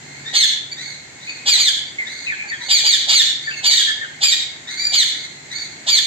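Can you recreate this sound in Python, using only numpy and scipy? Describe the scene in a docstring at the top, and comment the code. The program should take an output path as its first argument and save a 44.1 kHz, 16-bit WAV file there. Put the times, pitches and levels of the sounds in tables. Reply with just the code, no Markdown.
"""Parakeets squawk close to a stereo microphone in a hard-walled bird room. Each squawk starts as a low
rasp of the syrinx membrane, leaps to a shrill crest and slides down, fraying as the air pressure sags.
Between them come softer arched whines, clear peeps and short falling chirps; further back, a flock
whines over a low rumble. The walls smear every call; the recorder's gain control flattens the loudest."""
import sys
import numpy as np
from scipy import signal
from scipy.fft import rfft, irfft, next_fast_len
from scipy.io import wavfile
from scipy.ndimage import uniform_filter1d, minimum_filter1d

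SR = 44100
rng = np.random.default_rng(int(sys.argv[2]) if len(sys.argv) > 2 else 0)


def transcribe(u):
    """Save the signal u as a 16-bit wav file named by the first command-line argument.

    u: samples, shape (n,) or (channels, n), limited to [-1, 1]; the rate is SR.
    q: integer samples, one column per channel.
    """
    v = np.clip(np.atleast_2d(u).T, -1, 1)
    q = np.round(v * 32767).astype(np.int16)
    wavfile.write(sys.argv[1], SR, q)


N = 267246

# spectrum of the room tone: (frequency [Hz], relative level [dB])
ROOM_TONE = [(25, -17.5), (50, -19.5), (80, -4.5), (130, 1), (190, -2.5), (300, -0.5), (500, -8), (850, -7),
             (1200, -14), (1900, -1.5), (2900, -12.5), (4200, -9.5), (5500, -16), (7300, -5.5),
             (9000, -28.5)]
# colour of the reverberant tail: (frequency [Hz], gain [dB])
TAIL_COLOUR = [(800, -8), (2000, -1), (3200, 2), (3800, 0), (4600, -2.5), (7000, -1), (12000, -4)]
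# overall treble colour, with a deep dip around 10 kHz: (frequency [Hz], gain [dB])
TREBLE_SHAPE = [(8400, 3.5), (8800, -3.5), (9700, -23), (11100, -22.5), (11900, -5.5), (14000, -5),
                (15500, -19.5)]
# chirps, the low ones far off: (time [s], first pitch [Hz], fall [share of that pitch], level [dB])
CHIRP_CALLS = [ (1.269, 2480, 0.013, -35.5), (1.981, 2253, 0.19, -29.5), (2.263, 2682, 0.27, -29.5),
               (2.293, 2097, .32, -33.5), (2.385, 2410, .02, -32.5), (2.435, 874, 0.14, -45.5),
               (2.503, 2077, .3, -32.5), (2.522, 3474, .1, -31), (2.60, 1000, .12, -47),
               (3.467, 1890, 0.26, -33.5), (3.505, 2705, 0.032, -34.5), (3.871, 1784, 0.024, -29.5),
               (4.009, 1913, 0.29, -35)]
# hoarse nasal whines close by: (time [s], length [s], crest pitch [Hz], level [dB])
WHINE_CALLS = [ (.24, .14, 1928, -30.5), (.755, 0.22, 2185, -29.5), (1.19, 0.23, 2222, -33.5),
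               (2.036, 0.27, 2208, -30), (2.60, 0.18, 2214, -26.5), (3.40, 0.17, 2303, -31.5),
               (4.66, 0.19, 2147, -25.5), (5.13, 0.15, 2156, -28.5), (5.495, .19, 2246, -25.5)]
# clear peeps close by: (time [s], length [s], crest pitch [Hz], level [dB])
PEEP_CALLS = [ (.713, 0.026, 2292, -22), (1.86, 0.047, 2290, -36), (2.478, 0.029, 2264, -27),
              (3.558, 0.049, 2176, -23.5), (4.762, 0.18, 2354, -16.5)]
# nearest squawks: (time [s], length [s], crest pitch [Hz], level [dB], bend of the fall [1 = straight])
SQUAWK_CALLS = [ (.325, .127, 2194, -11, 2.02), (1.450, 0.13, 2454, -10, 0.96),
                (1.560, 0.14, 2324, -14.5, 1.47), (2.677, 0.14, 2388, -11.5, 1.3),
                (2.828, 0.14, 2393, -12, 1.03), (3.068, 0.057, 2427, -10.5, 1.7),
                (3.100, 0.13, 2292, -9.5, 0.97), (3.625, 0.12, 2345, -11, 1.35),
                (3.680, .138, 2272, -12, 1.1), (4.202, 0.14, 2457, -10, 2.0),
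                (4.912, .130, 2324, -12.5, 1.06), (5.858, 0.14, 2330, -12, 2.26)]
# throat and beak resonances for each kind of call: (frequency [Hz], gain [dB])
CHIRP_TRACT = [(1000, 3), (1700, 7), (2600, 5), (3400, -7.5), (5000, -29), (9000, -37.5)]
ARCH_TRACT = [(1000, -26), (1700, -4.5), (2300, -17), (2800, -35), (3600, -5), (4750, -10), (5200, -25),
              (6600, -15), (7500, -23), (9000, -34)]
SQUAWK_TRACT = [(500, -34.5), (750, -27), (1250, -24.5), (1600, -15), (2400, -17.5), (2750, -16),
                (3150, -0.5), (4700, -6), (5100, -19), (6500, -12.5), (7600, -13.5), (8800, -25.5)]

TOP_HZ = 15500


def undb(db):
    """Decibels to gain."""
    return 10 ** (np.asarray(db) / 20)


def unit(x):
    """Scale to rms 1."""
    return x / np.sqrt(np.mean(x ** 2) + 1e-18)


def gain_at(shape, hz):
    """Gain of a (frequency [Hz], gain [dB]) outline at the given frequencies."""
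    points, db = np.transpose(shape)
    return undb(np.interp(np.log(hz + 1), np.log(points), db))


def colour(x, shape):
    """Filter by a (frequency [Hz], gain [dB]) outline."""
    size = next_fast_len(x.shape[-1] + 2048)
    hz = np.arange(size // 2 + 1) * SR / size
    return irfft(rfft(x, size) * gain_at(shape, hz), size)[..., :x.shape[-1]]


def wobble(t, rate):
    """Random drift of spread near 1 that turns rate times a second."""
    knots = rng.standard_normal(4096)
    return 1.2 * np.interp((t - t[0]) * rate, np.arange(len(knots)), knots)


def span(start, end):
    """Sample times of one call."""
    return start + np.arange(max(int((end - start) * SR), 64)) / SR


def fade(t, attack_s, release_s):
    """Rounded opening and closing of a call."""
    opening = np.sin(np.pi / 2 * np.clip((t - t[0]) / attack_s, 0, 1)) ** 2
    closing = np.sin(np.pi / 2 * np.clip((t[-1] - t) / release_s, 0, 1)) ** 2
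    return opening * closing


def add(track, t, x):
    """Mix a call into a track at its time."""
    first = max(int(t[0] * SR), 0)
    part = track[first:first + len(x)]
    part += x[:len(part)]


def rumble(rumble_db=-43, hum_hz=144, hum_db=-59):
    """Room tone: low noise, near the centre in the bass, with a wavering hum and faint hiss."""
    t = np.arange(N) / SR
    mid, side = rng.standard_normal((2, N))
    side = colour(side, [(30, -1), (70, -9), (180, -8), (320, -9.5), (550, .5)])
    noise = unit(colour(mid + side * np.array([[1], [-1]]), ROOM_TONE))
    noise *= undb(rumble_db + .6 * wobble(t, 5))
    hum = np.sin(2 * np.pi * np.cumsum(hum_hz + 3 * wobble(t, 12)) / SR)
    return noise + hum * undb(hum_db + 5.3 * wobble(t, 4.6))


def room(x, direct_db, tail_db, bounce_db, bounces=20, t60_s=.47, treble_t60_s=.17, hold_s=.1):
    """Direct sound, hard wall reflections and a diffuse tail, different at each side of the microphone."""
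    t = np.arange(SR) / SR
    low = signal.sosfilt(signal.butter(2, 6000, fs=SR, output="sos"), rng.standard_normal((2, SR)))
    high = signal.sosfilt(signal.butter(2, 6000, "high", fs=SR, output="sos"),
                          rng.standard_normal((2, SR)))
    # the tail builds and holds while sound first crosses the room, then dies away
    build = np.minimum(t / .025, 1)
    age = np.maximum(t - hold_s, 0)
    tail = (low * undb(-60 * age / t60_s) + high * undb(-60 * age / treble_t60_s)) * build
    response = colour(unit(tail), TAIL_COLOUR) / np.sqrt(SR) * undb(tail_db)
    for channel, direct_lag in zip(response, (12, 0)):  # samples: the left side hears it later
        lag_s = .0002 + .025 * rng.random(bounces) ** 2
        reflections = unit(rng.standard_normal(bounces) * np.exp(-lag_s / .044))
        channel[(lag_s * SR).astype(int)] += reflections * undb(bounce_db) / np.sqrt(bounces)
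        channel[direct_lag] += undb(direct_db)
    return signal.fftconvolve(x[None], response, axes=1)[:, :N]


def syrinx(t, hz, throat, jitter, shimmer, breath, waver, harmonics=12):
    """Harmonics of an unsteady membrane and air noise pulsed by it, shaped by the throat."""
    # fast jitter frays the harmonics; the slower waver makes the pitch move in jerks
    pitch = hz * (1 + jitter * wobble(t, 1300) + waver * wobble(t, 260))
    phase = 2 * np.pi * np.cumsum(pitch) / SR
    k = np.arange(1, harmonics + 1)[:, None]
    tone = np.sum(np.sin(k * phase) * gain_at(throat, k * pitch.clip(1)) * (k * hz < TOP_HZ), axis=0)
    air = rng.standard_normal(SR)[:len(t)] * (1 + np.cos(phase))
    flutter = unit(np.exp(shimmer * (wobble(t, 750) + 1.3 * wobble(t, 200))))
    return (np.sqrt(2) * tone + breath * unit(colour(air, throat))) * flutter


def arched_call(start, length, crest_hz, rise_hz_per_s, hoarse):
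    """One nasal whine or peep: the longer it is, the further its pitch climbs and sinks part way back."""
    t = span(start, start + length)
    rise_s, edge_s = .55 * length, .21 * length
    rise = np.clip(1 - (t - start) / rise_s, 0, 1)
    fall = np.clip((t - start - rise_s) / (length - rise_s), 0, 1)
    hz = crest_hz - rise_hz_per_s * rise_s * (rise ** 2 + .648 * fall ** 2)
    call = syrinx(t, hz, ARCH_TRACT, jitter=.027 * hoarse, shimmer=.25, breath=.2 * hoarse,
                  waver=.025 * hoarse, harmonics=6)
    return t, call * fade(t, edge_s, edge_s)


def flock(calls=34, level_db=-47):
    """Birds at the back of the room whine over one another."""
    out = np.zeros(N)
    for k, (when, length, pitch, softness) in enumerate(rng.random((calls, 4))):
        start = (k + when - 1) * N / SR / calls
        t, call = arched_call(start, .12 + .15 * length, 2130 + 130 * pitch,
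                              rise_hz_per_s=2400, hoarse=.3)
        add(out, t, call * undb(-6 * softness))
    # at this distance their shrill second harmonic stands out less
    return unit(colour(out, [(2300, 6.5), (3800, -4.5), (7000, -2)])) * undb(level_db)


def chirps(length_s=.068):
    """Slightly husky whistles that slide down, some near and some far off."""
    out = np.zeros(N)
    for start, first_hz, fall, db in CHIRP_CALLS:
        t = span(start, start + length_s)
        hz = first_hz * (1 - fall * (t - start) / length_s)
        call = syrinx(t, hz, CHIRP_TRACT, jitter=.03, shimmer=.2, breath=.09, waver=.018, harmonics=2)
        add(out, t, call * fade(t, .008, .045) * undb(db))
    return out


def soft_calls(rows, rise_hz_per_s, hoarse):
    """The whines or peeps of birds close to the microphone."""
    out = np.zeros(N)
    for start, length, crest_hz, db in rows:
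        t, call = arched_call(start, length, crest_hz, rise_hz_per_s, hoarse)
        add(out, t, call * undb(db))
    return out


def squawk_rasp(start, first_hz=680, climb_s=.045):
    """The opening of a squawk: the membrane vibrates chaotically in a low, climbing rasp."""
    t = span(start, start + climb_s * 1.3)
    climb = ((t - start) / climb_s) ** 2
    hz = first_hz * (1 + 1.1 * climb)
    rasp = unit(syrinx(t, hz, SQUAWK_TRACT, jitter=.0884, shimmer=.065, breath=.49, waver=.0304))
    # the slow, irregular first vibrations sound as a brief rising grunt
    grunt_hz = first_hz * (1 + .697 * climb + .18 * wobble(t, 800))
    grunt = np.sin(2 * np.pi * np.cumsum(grunt_hz) / SR)
    return t, rasp * fade(t, .044, .018) * undb(-4.5) + grunt * fade(t, .016, .064) * undb(-24)


def squawk_note(start, length, crest_hz, bend, leap_hz=291.1, fall_hz_per_s=9100, rough=.26):
    """The shrill part of a squawk: it leaps to its crest, then sinks and weakens."""
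    delay_s, crest_s = .018, .05  # both from the start of the rasp
    t = span(start + delay_s, start + length)
    crest, fall_s = start + crest_s, length - crest_s
    rise = np.clip((crest - t) / (crest_s - delay_s), 0, 1)
    fall = np.clip((t - crest) / fall_s, 0, 1)
    hz = crest_hz - leap_hz * rise ** 2 - fall_hz_per_s * fall_s * fall ** bend
    # as the air pressure sags the note frays into noise
    fray = rough * (1 + 1.2 * fall ** 2)
    note = syrinx(t, hz, SQUAWK_TRACT, jitter=.055 * fray, shimmer=1.3 * rough, breath=.5 * fray,
                  waver=.05 * rough)
    return t, note * fade(t, .021, .015) * undb(-4.5 * fall ** 2)


def squawks():
    """The parakeets nearest the microphone: each rasp breaks into a shrill note."""
    out = np.zeros(N)
    for start, length, crest_hz, db, bend in SQUAWK_CALLS:
        for t, part in (squawk_rasp(start), squawk_note(start, length, crest_hz, bend)):
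            add(out, t, part * undb(db))
    return out


def scene():
    """The room from the microphone's place: near birds arrive more directly, the flock mostly as echo."""
    loud = room(squawks(), direct_db=.5, tail_db=-2.5, bounce_db=-1)
    whines = soft_calls(WHINE_CALLS, rise_hz_per_s=4200, hoarse=.808)
    peeps = soft_calls(PEEP_CALLS, rise_hz_per_s=1300, hoarse=.32)
    soft = room(whines + peeps, direct_db=-5, tail_db=-5, bounce_db=-.5)
    clear = room(chirps(), direct_db=-4, tail_db=-7.5, bounce_db=-4.5)
    far = room(flock(), direct_db=-16, tail_db=0, bounce_db=-8)
    lean_right = undb([[-.4], [.4]])
    return (loud + soft + clear + far) * lean_right + rumble()


def record(dry, knee_db=-14, squeeze=.33, ceiling=.88):
    """Treble colour, gain control that eases loud calls down, a peak limiter and a steep top cut."""
    x = colour(dry, TREBLE_SHAPE)
    power = np.abs(uniform_filter1d(np.mean(x ** 2, axis=0), int(.063 * SR)))
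    x = x * (1 + power / undb(knee_db) ** 2) ** (-squeeze / 2)
    limiter_gain = ceiling / np.maximum(np.abs(x).max(axis=0), ceiling)
    x = x * uniform_filter1d(minimum_filter1d(limiter_gain, size=200), size=200)
    return signal.sosfilt(signal.ellip(8, .2, 70, TOP_HZ, fs=SR, output="sos"), x)


dry = scene()
out = record(dry)
transcribe(out)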